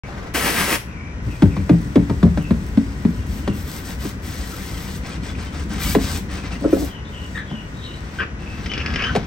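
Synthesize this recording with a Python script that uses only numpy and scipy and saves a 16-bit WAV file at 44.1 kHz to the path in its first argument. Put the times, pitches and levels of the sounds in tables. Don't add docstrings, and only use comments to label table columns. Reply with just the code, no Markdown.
import sys
import numpy as np
from scipy import signal
from scipy.fft import rfft, irfft
from scipy.io import wavfile
from scipy.ndimage import uniform_filter1d

SR = 44100
rng = np.random.default_rng(int(sys.argv[2]) if len(sys.argv) > 2 else 0)


def output_pcm(signal):
    pcm = np.clip(np.atleast_2d(signal).T, -1, 1) * 32767
    wavfile.write(sys.argv[1], SR, np.round(pcm).astype(np.int16))


N = 408366
T = np.arange(N) / SR

# (frequency [Hz], relative level [dB])
AIR_COLOUR = [(25, -13), (70, -1.5), (180, -3), (300, -11.5), (500, -15), (750, -21.5), (2100, -25.5),
              (3200, -36.5), (4500, -42.5), (5800, -39.5), (8300, -50.5), (16000, -69)]
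MIST_COLOUR = [(120, -18), (200, 0), (330, 0), (650, -5), (1300, -4), (2100, -3), (2700, -6), (3700, -12),
               (5500, -12.5), (7000, -16.5), (8400, -13), (16000, -18)]
RUB_COLOUR = [(250, 2), (600, 1.5), (1000, 1), (1550, 2), (1900, -2.5), (2400, -1), (4000, -6),
              (6000, -9.5), (9000, -50)]
FIZZ_COLOUR = [(1500, -25.5), (3200, 0), (4300, 0), (5600, -0.5), (7000, -4), (8400, 1.5), (10000, -20.5),
               (16000, -23.5)]
SHAKE_COLOUR = [(20, -28), (40, -12.5), (58, 6.5), (85, 3.5), (120, -6.5), (190, -5), (300, -11),
                (500, -25.5), (1000, -84)]
BOOM_COLOUR = [(40, -6), (65, 9), (130, 7), (215, -6), (310, -12), (420, 2), (600, -18.5), (1500, -58)]
TICK_COLOUR = [(200, 2), (600, 14), (1200, 8.5), (2000, 2.5), (3000, -3), (4200, -4.5), (5500, -13),
               (9000, -20), (16000, -39)]
SLIP_COLOUR = [(400, 10.5), (1000, -3.5), (1700, 8.5), (2300, 14), (3000, 12), (3900, -7), (4600, -1),
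               (5100, 8), (5700, -5.5), (12000, -45)]
JUDDER_COLOUR = [(250, -10), (520, -1.5), (850, -24.5), (1250, 1.5), (1700, 4.5), (2050, -11.5),
                 (2500, -4.5), (3200, -14), (3900, -26), (4600, -21), (8000, -55)]
TOP_HISS_COLOUR = [(7500, -30), (11500, 0), (16000, -1)]
RUSTLE_COLOUR = [(500, 9.5), (1400, 4), (2500, -6), (6000, -13.5), (12000, -29)]
DRUMMING_SHARE = [(2800, 5.3), (7000, 1.8)]
AIR_WIDTH = [(60, -16), (250, -23.0), (600, -3.0), (1500, 4.5)]
# (frequency [Hz], level [dB])
HUM_TONES = [(60, -53.5), (1000, -57), (1479, -57), (1907, -56)]
# (frequency [Hz], left minus right [dB])
PORT_BALANCE = [(100, 3), (500, -0.1), (1200, 3), (2200, 3), (4200, 3.5), (6000, 7.5), (8000, 1),
                (16000, -0.5)]
# (frequency [Hz], phase lead of the left [rad])
PORT_PHASE = [(150, -0.12), (600, -0.79), (1400, -0.94), (2700, 0.93), (6000, 1), (8500, 1), (12000, 1)]
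# (delay [s], level [dB])
REFLECTIONS = [(0.0098, -14.5), (0.022, -20), (.035, -16), (0.048, -23)]
# (start [s], length [s], settled pitch [Hz], level [dB], starts higher by [share])
WHISTLES = [(0.015, 0.051, 2210, -45, 0.047), (0.858, 0.3, 2150, -47.5, 0.31),
            (1.288, 0.1, 2170, -47.5, 0.32), (1.492, 0.13, 2210, -47, 0.18),
            (2.39, 0.13, 2450, -46.5, 0.24), (2.84, 0.11, 4700, -59, 0.072), (3.16, 0.095, 2620, -54, 0.16),
            (3.428, 0.14, 2560, -49, .2), (6.879, 0.15, 2760, -46.5, 0.22),
            (7.043, 0.058, 3610, -49.5, 0.01), (7.113, 0.17, 2710, -44, 0.19),
            (7.461, 0.2, 2686, -45, 0.35), (7.731, 0.28, 3610, -49.5, 0.048), (7.81, 0.17, 2760, -46, 0.24),
            (8.384, 0.24, 2460, -46.5, 0.15)]
# (start [s], length [s], level [dB], top hiss against that level [dB])
PAD_STROKES = [(3.269, 0.16, -46.5, -5.5), (3.53, 0.13, -46, -1.5), (3.642, 0.19, -42.5, -5),
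               (3.828, 0.13, -41, -7.5), (3.987, .14, -40.5, -5.5), (4.219, 0.78, -43, -7.5),
               (5.02, 0.16, -46.5, -26), (5.215, 0.12, -43.5, -20), (5.362, 0.14, -47.5, -28.5),
               (5.514, 0.14, -45, -22.5), (5.687, 0.22, -42, -23), (5.794, 0.17, -31, -4.5),
               (5.984, 0.22, -35.5, -10), (6.284, 0.14, -45.5, -30.5), (6.422, 0.073, -46, -39),
               (6.493, 0.081, -45.5, -38), (6.576, 0.35, -49, -21), (6.692, 0.2, -42.5, -4)]
# (start [s], length [s], level [dB])
PAD_GROANS = [(6.611, 0.073, -25), (6.766, 0.011, -18), (6.788, 0.066, -25.5)]
# (time [s], level [dB])
FRAME_BUMPS = [(6.642, -16), (6.652, -25), (6.727, -15)]
# (frequency [Hz], level [dB], t60 [s])
FRAME_MODES = [(361, 2, 0.12), (438, 0, .14), (545, 4.5, 0.14), (637, -4, 0.1), (1050, -13, .05),
               (1280, -13.5, 0.1), (1474, -12, 0.058)]
PANE_MODES = [(59.6, -5, 0.35), (88, 5, 0.19), (124.2, -2, 0.11), (171, 0.5, 0.3), (219.3, -0.5, 0.24),
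              (287.7, -0.5, 0.31), (361, 5.5, 0.065), (427, 2.5, 0.12), (563, 11, 0.037), (1022, -9, 0.091)]
# (time [s], level [dB], first pitch [Hz], length [s], tick level [dB])
PANE_KNOCKS = [(1.263, -13, 152, 0.039, -60), (1.423, 1, 338, 0.046, -15.5), (1.459, -5.5, 147, 0.018, -53),
               (1.568, -13.5, 233, 0.068, -26.5), (1.696, -0.5, 451, 0.043, -18),
               (1.735, -1, 158, 0.015, -43), (1.959, 0.5, 434, 0.039, -16.5), (1.998, -3, 168, 0.0091, -36),
               (2.099, -9.5, 318, 0.049, -22.5), (2.231, 0.5, 269.6, 0.044, -19),
               (2.27, -4, 155, 0.013, -38), (2.376, -10.5, 298, 0.043, -22.5),
               (2.509, -1.5, 229, 0.021, -23.5), (2.775, 1.5, 234, 0.015, -23.5),
               (3.052, -0.5, 234, 0.016, -28), (3.478, -11, 434, 0.052, -19.5),
               (4.05, -17.5, 486, 0.035, -47), (5.952, -2.5, 583, 0.016, -12.5),
               (5.959, -2, 391, 0.022, -40), (6.657, -3.5, 360, 0.0099, -59), (6.73, -0.5, 388, 0.015, -41),
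               (7.514, -18, 248, 0.054, -34), (9.153, -9, 518, 0.01, -16), (9.163, -13, 336, 0.046, -13.5)]
# (start [s], length [s], fizz level [dB], rub level [dB])
BLADE_PULLS = [(7.07, 0.343, -49, -55), (7.442, 0.55, -54, -52.5), (7.95, 0.27, -52, -41.5),
               (8.375, 0.315, -52, -39.5), (8.638, 0.567, -55.5, -36), (9.165, 0.11, -58, -38.5)]
# (time [s], level [dB])
BLADE_SLIPS = [(7.5037, -35), (8.19, -29), (8.6614, -18.5), (8.7174, -21), (8.737, -16), (8.779, -16),
               (8.813, -21), (8.862, -14.5), (8.904, -23.5), (8.9396, -17), (8.9597, -12), (9.023, -15.5),
               (9.0457, -18)]
# (start [s], length [s], level [dB])
BLADE_JUDDERS = [(7.352, 0.033, -39), (8.196, 0.031, -26), (8.216, .03, -28), (8.707, 0.37, -38.5),
                 (8.971, 0.17, -32.5)]
# (start [s], length [s], first pitch [Hz], last pitch [Hz], level [dB], roughness [0-1])
SQUEAKS = [(4.522, .025, 1410, 1265, -40, .12), (4.647, 0.27, 2070, 1967, -51.5, 0.05),
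           (5.349, .012, 2640, 2280, -40, .08), (7.348, 0.023, 1850, 1870, -32.5, .03),
           (7.369, 0.07, 1770, 1690, -32.5, 0.08), (7.84, 0.034, 3940, 3840, -38.5, 0.04),
           (8.187, 0.033, 1522, 1583, -24, .06), (8.694, 0.036, 3000, 3060, -33, 0.03),
           (8.717, 0.054, 3050, 2750, -35.5, 0.1), (8.791, 0.038, 2634, 2640, -32, .09),
           (8.832, 0.2, 1707, 1606, -39, 0), (8.979, 0.063, 2530, 2400, -29, 0.13),
           (9.035, .05, 1457, 1500, -33, 0.13), (9.036, 0.047, 2984, 3075, -28, 0.04),
           (9.09, 0.029, 1500, 1445, -26.5, 0.07)]

PAD_ON_S, SPREAD_END_S, PAD_OFF_S = 1.23, 3.66, 6.9


def undb(db):
    return 10 ** (np.asarray(db) / 20)


def unit(x):
    return x / np.sqrt(np.mean(x ** 2))


def by_frequency(points):
    hz, value = np.transpose(points)
    return np.interp(np.log(np.fft.rfftfreq(N, 1 / SR) + 1), np.log(hz), value)


def equalise(x, points):
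    return irfft(rfft(x) * undb(by_frequency(points)), N)


def colour(x, points):
    return unit(equalise(x, points))


def noise(points):
    return colour(rng.standard_normal(N), points)


def lowpass(x, hz):
    return signal.sosfilt(signal.butter(2, hz, fs=SR, output="sos"), x)


def walk(hz):
    return unit(lowpass(rng.standard_normal(N + SR), hz)[SR:])


def grains(per_s, spread_db):
    hits = rng.random(N) < per_s / SR
    return unit(hits * rng.standard_normal(N) * undb(spread_db * rng.standard_normal(N)))


def crack(grit, t60):
    t = T[:SR // 10]
    return np.roll(grit, -rng.integers(N))[:len(t)] * undb(-60 * t / t60) * (1 - np.exp(-t / 0.0002))


def gate(start, end, attack, release):
    return np.clip((T - start) / attack, 0, 1) * np.clip((end - T) / release, 0, 1)


def add(track, s, sound):
    i = max(int(s * SR), 0)
    track[i:i + len(sound)] += sound[:max(N - i, 0)]


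def ventilation(air_db=-35):
    mid = noise(AIR_COLOUR)
    side = equalise(noise(AIR_COLOUR), AIR_WIDTH)
    hum = np.zeros(N)
    for hz, db in HUM_TONES:
        pitch = hz * (1 + 0.023 * walk(62.2))
        hum += undb(db) * np.sqrt(2) * np.sin(2 * np.pi * np.cumsum(pitch) / SR)
    return undb(air_db) * (mid + np.array([side, -side])) + hum


def workshop(x, t60=0.11, treble_t60=0.25):
    t = T[:SR * 2 // 3]
    white = rng.standard_normal((2, len(t)))
    low = lowpass(white, 2600)
    tail = low * undb(-60 * t / t60) + (white - low) * .5 * undb(-60 * t / treble_t60)
    tail *= np.clip(t / 0.0045, 0, 1)
    tail /= np.sqrt(np.sum(tail ** 2, axis=1, keepdims=True))
    return signal.fftconvolve(x[None], tail, axes=1)[:, :N]


def rustle(db=-38):
    swell = gate(start=0.029, end=0.344, attack=0.044, release=0.082)
    return undb(db) * swell * noise(RUSTLE_COLOUR) * undb(1.8 * walk(34))


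def door(spreading, rubbing, lag_s=0.44):
    leverage_db = 0.5 * (T - PAD_ON_S)
    push = undb(-29 + leverage_db) * spreading + undb(14) * rubbing
    resting = undb(-32.5)
    shake = np.hypot(resting, uniform_filter1d(push, int(lag_s * SR)))
    return noise(SHAKE_COLOUR) * shake * undb(1.43 * walk(14.4) - 2.0)


def frame(contact_s=0.0024):
    out, t = np.zeros(N), T[:SR // 4]
    for s, db in FRAME_BUMPS:
        detune = 1 + .02 * rng.standard_normal(len(FRAME_MODES))
        ring = sum(undb(mode_db - 60 * t / t60) * np.sin(2 * np.pi * hz * d * t)
                   for (hz, mode_db, t60), d in zip(FRAME_MODES, detune))
        add(out, s, undb(db) * ring * (1 - np.exp(-t / contact_s)))
    return out


def flecks():
    drops = grains(per_s=70, spread_db=3)
    snaps = signal.fftconvolve(drops, crack(rng.standard_normal(N), t60=.012))[:N]
    return undb(-9) * colour(snaps, [(2000, -21), (5500, 5), (8500, -0.5), (16000, 0)])


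def chirps(count=400, per_s=45, centre_hz=2087, spread_oct=.4, t60=0.065):
    out, t = np.zeros(N), T[:SR // 20]
    ring = undb(-60 * t / t60) * (1 - np.exp(-t / 0.0051))
    chance = rng.standard_normal((count, 2))
    times = PAD_ON_S + np.cumsum(rng.exponential(1, count)) / per_s
    for s, (pitch, size) in zip(times, chance):
        hz = min(centre_hz * 2 ** (spread_oct * pitch), SR / 3)
        add(out, s, undb(2.2 * size) * ring * np.sin(2 * np.pi * hz * t))
    return undb(-9) * unit(out)


def eased(gain, ease_s=0.029):
    width = int(ease_s * SR)
    return uniform_filter1d(uniform_filter1d(gain, width), width)


def pad_strokes(resting_db=-60.5, spreading_db=-57):
    spreading = gate(PAD_ON_S, SPREAD_END_S, 0.019, 0.13)
    fizz = undb(resting_db) * gate(PAD_ON_S, PAD_OFF_S, 0.019, .02) + undb(spreading_db) * spreading
    rub, hiss = fizz, undb(-12.5) * fizz
    for s, length, db, hiss_db in PAD_STROKES:
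        stroke = undb(db) * gate(s, s + length, attack=0.03, release=0.034)
        fizz = np.maximum(fizz, stroke)
        rub = np.maximum(rub, stroke * undb(-2.5 - 0.39 * hiss_db))
        hiss = np.maximum(hiss, stroke * undb(hiss_db))
    return spreading, eased(fizz), eased(rub), eased(hiss)


def blade_pulls(first_db=-7.5):
    fizz, rub = np.zeros(N), np.zeros(N)
    for s, length, fizz_db, rub_db in BLADE_PULLS:
        speed = undb(first_db * np.clip(1 - (T - s) / (1.01 * length), 0, 1))
        pull = speed * gate(s, s + length, attack=0.03, release=0.029)
        fizz += undb(fizz_db) * pull
        rub += undb(rub_db) * pull
    return fizz, rub


def sliding(fizz_gain, rub_gain, hiss_gain):
    catches = colour(grains(per_s=7000, spread_db=-2.0), RUB_COLOUR)
    pocket_swell = lowpass(rng.standard_normal(N), 86)
    pocket_hz = 1950 * np.exp(0.099 * walk(3.1))
    pockets = unit(pocket_swell * np.sin(2 * np.pi * np.cumsum(pocket_hz) / SR))
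    rub = (catches + undb(-14) * pockets) * undb(1.3 * walk(21.0))
    bubbles = grains(per_s=12000, spread_db=3) + .22 * grains(per_s=30, spread_db=3)
    fizz = colour(bubbles, FIZZ_COLOUR) * undb(1.1 * walk(35) - 0.25)
    hiss = colour(grains(per_s=9000, spread_db=3) + .4 * bubbles, TOP_HISS_COLOUR)
    hiss *= undb(1.2 * walk(30) + walk(5) - .4)
    return rub_gain * rub + fizz_gain * fizz + undb(4.0) * hiss_gain * hiss


def unsteady_tone(s, hz, rough, jitter, grip, flutter_db=4, overtone=0, skew=1):
    progress = np.arange(len(hz)) / len(hz)
    here = (int(s * SR) + np.arange(len(hz))) % N
    phase = 2 * np.pi * np.cumsum(hz * (1 + rough * jitter[here])) / SR
    wave = np.sin(phase) + overtone * np.sin(2 * phase)
    swell = np.sin(np.pi * progress ** skew) ** .5
    return unit(wave * undb(flutter_db * grip[here]) * swell)


def whistles(jitter, grip, settle_s=.055, creep_per_s=.35, first_rough=.085, settled_rough=.042):
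    out = np.zeros(N)
    for s, length, hz, db, higher in WHISTLES:
        t = T[:int(length * SR)]
        unsettled = np.exp(-t / settle_s)
        pitch = hz * (1 + higher * unsettled + creep_per_s * t)
        rough = settled_rough + (first_rough - settled_rough) * unsettled
        add(out, s, undb(db) * unsteady_tone(s, pitch, rough, jitter, grip, flutter_db=3))
    return out


def squeaks(jitter, grip, damp_hz=1810, groan_hz=289.3, groan_rough=0.21):
    out = np.zeros(N)
    for s, length, first_hz, last_hz, db, rough in SQUEAKS:
        glide = np.linspace(first_hz, last_hz, int(length * SR))
        overtone = undb(-13) * min(damp_hz / first_hz, 1) ** 2
        add(out, s, undb(db) * unsteady_tone(s, glide, rough, jitter, grip, overtone=overtone, skew=0.71))
    for s, length, db in PAD_GROANS:
        pitch = np.full(int(length * SR), groan_hz)
        add(out, s, undb(db) * unsteady_tone(s, pitch, groan_rough, jitter, grip, overtone=undb(-10.5)))
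    return out


def judder():
    out = np.zeros(N)
    releases = grains(per_s=900, spread_db=-5)
    slips = signal.fftconvolve(releases, crack(rng.standard_normal(N), t60=0.017))[:N]
    rasp = colour(unit(slips) + grains(per_s=5000, spread_db=1), JUDDER_COLOUR)
    for s, length, db in BLADE_JUDDERS:
        run = rasp[int(s * SR):][:int(length * SR)]
        add(out, s, undb(db) * unit(run * np.hanning(len(run)) ** 0.4))
    return out


def chatter(blade_hz=5250):
    out, grit = np.zeros(N), noise(SLIP_COLOUR)
    blade = noise([(0.65 * blade_hz, -25), (blade_hz, 0), (1.27 * blade_hz, -25), (16000, -50)])
    for s, db in BLADE_SLIPS:
        add(out, s - .001, undb(db - 3.5) * crack(grit, t60=.036))
        add(out, s, undb(db - 25) * crack(blade, t60=0.075))
    return out


def sprayer(open_s=0.3368, shut_s=0.7596, db=-21, first_hit_s=0.342, sweep_s=0.1286):
    valve = np.clip((T - open_s) / 0.015, 0, 1) * np.exp(-np.maximum(T - shut_s, 0) / 0.0057)
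    mist = colour(rng.standard_normal(N) + grains(per_s=12000, spread_db=1), MIST_COLOUR)
    drumming = equalise(mist, DRUMMING_SHARE)
    sweep = undb(1.5 * np.cos(2 * np.pi * (T - first_hit_s) / sweep_s))
    return valve * undb(db) * (mist + drumming * (sweep - 1))


def knocks(boom_db=-12, boom_t60=0.57):
    waves, body, t = np.zeros(N), np.zeros(N), T[:SR // 2]
    grit, smear = noise(TICK_COLOUR), walk(102)
    for s, db, first_hz, length, tick_db in PANE_KNOCKS:
        age = T[:int(length * SR)]
        period_growth = 0.1762 * (length / 0.0536) ** 0.45
        hz = 1 / (1 / first_hz + period_growth * age)
        swell = np.sin(np.pi * (age / length) ** 0.55) ** 0.79
        scramble = np.minimum(age / 0.013, 1) * smear[int(s * SR):][:len(age)]
        wave = undb(db) * swell * np.sin(2 * np.pi * np.cumsum(hz) / SR + scramble)
        tick = undb(tick_db) * crack(grit, t60=0.059)
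        detune = 1 + .055 * rng.standard_normal(len(PANE_MODES))
        ring = undb(-60.5) * sum(undb(mode_db - 60 * t / t60) * np.cos(2 * np.pi * mode_hz * d * t)
                                 for (mode_hz, mode_db, t60), d in zip(PANE_MODES, detune))
        add(waves, s, wave)
        add(body, s, signal.fftconvolve(wave, ring))
        add(body, s - .002, tick)
        add(body, s - .002, 2 * signal.fftconvolve(tick, ring))
    body += 0.5 * waves
    hollow_door = noise(BOOM_COLOUR)[:len(t)] * undb(-60 * t / boom_t60)
    boom = undb(boom_db) * np.std(body) * unit(signal.fftconvolve(waves, hollow_door)[:N])
    out, dull = body + boom, lowpass(body, 3800)
    for delay, db in REFLECTIONS:
        add(out, delay, undb(db) * dull)
    return signal.sosfilt(signal.butter(2, 48, "highpass", fs=SR, output="sos"), out)


def ports(x):
    lean = np.sqrt(undb(by_frequency(PORT_BALANCE))) * np.exp(.5j * by_frequency(PORT_PHASE))
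    return irfft(rfft(x) * np.array([lean, 1 / lean]), N)


def scene():
    spreading, pad_fizz, pad_rub, pad_hiss = pad_strokes()
    blade_fizz, blade_rub = blade_pulls()
    rubbing = pad_rub + blade_rub
    hiss = pad_hiss + undb(-14) * blade_fizz
    surface = sprayer() + sliding(pad_fizz + blade_fizz, rubbing, hiss)
    jitter, grip = walk(570), walk(87)
    surface += whistles(jitter, grip) + squeaks(jitter, grip) + rustle()
    surface += pad_rub * chirps() + pad_fizz * flecks()
    clicks = chatter() + judder()
    body = knocks() + frame() + door(spreading, rubbing)
    echo = workshop(undb(-5.0) * surface + undb(-5.5) * clicks + undb(-17.5) * body)
    return ports(surface + clicks + body + echo + ventilation())


def record(dry, start_s=.035, top_hz=15900):
    rounded = dry / (1 + dry ** 6) ** (1 / 6)
    return signal.sosfilt(signal.ellip(10, .2, 70, top_hz, fs=SR, output="sos"), rounded * (T > start_s))


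dry = scene()
out = record(dry)
output_pcm(out)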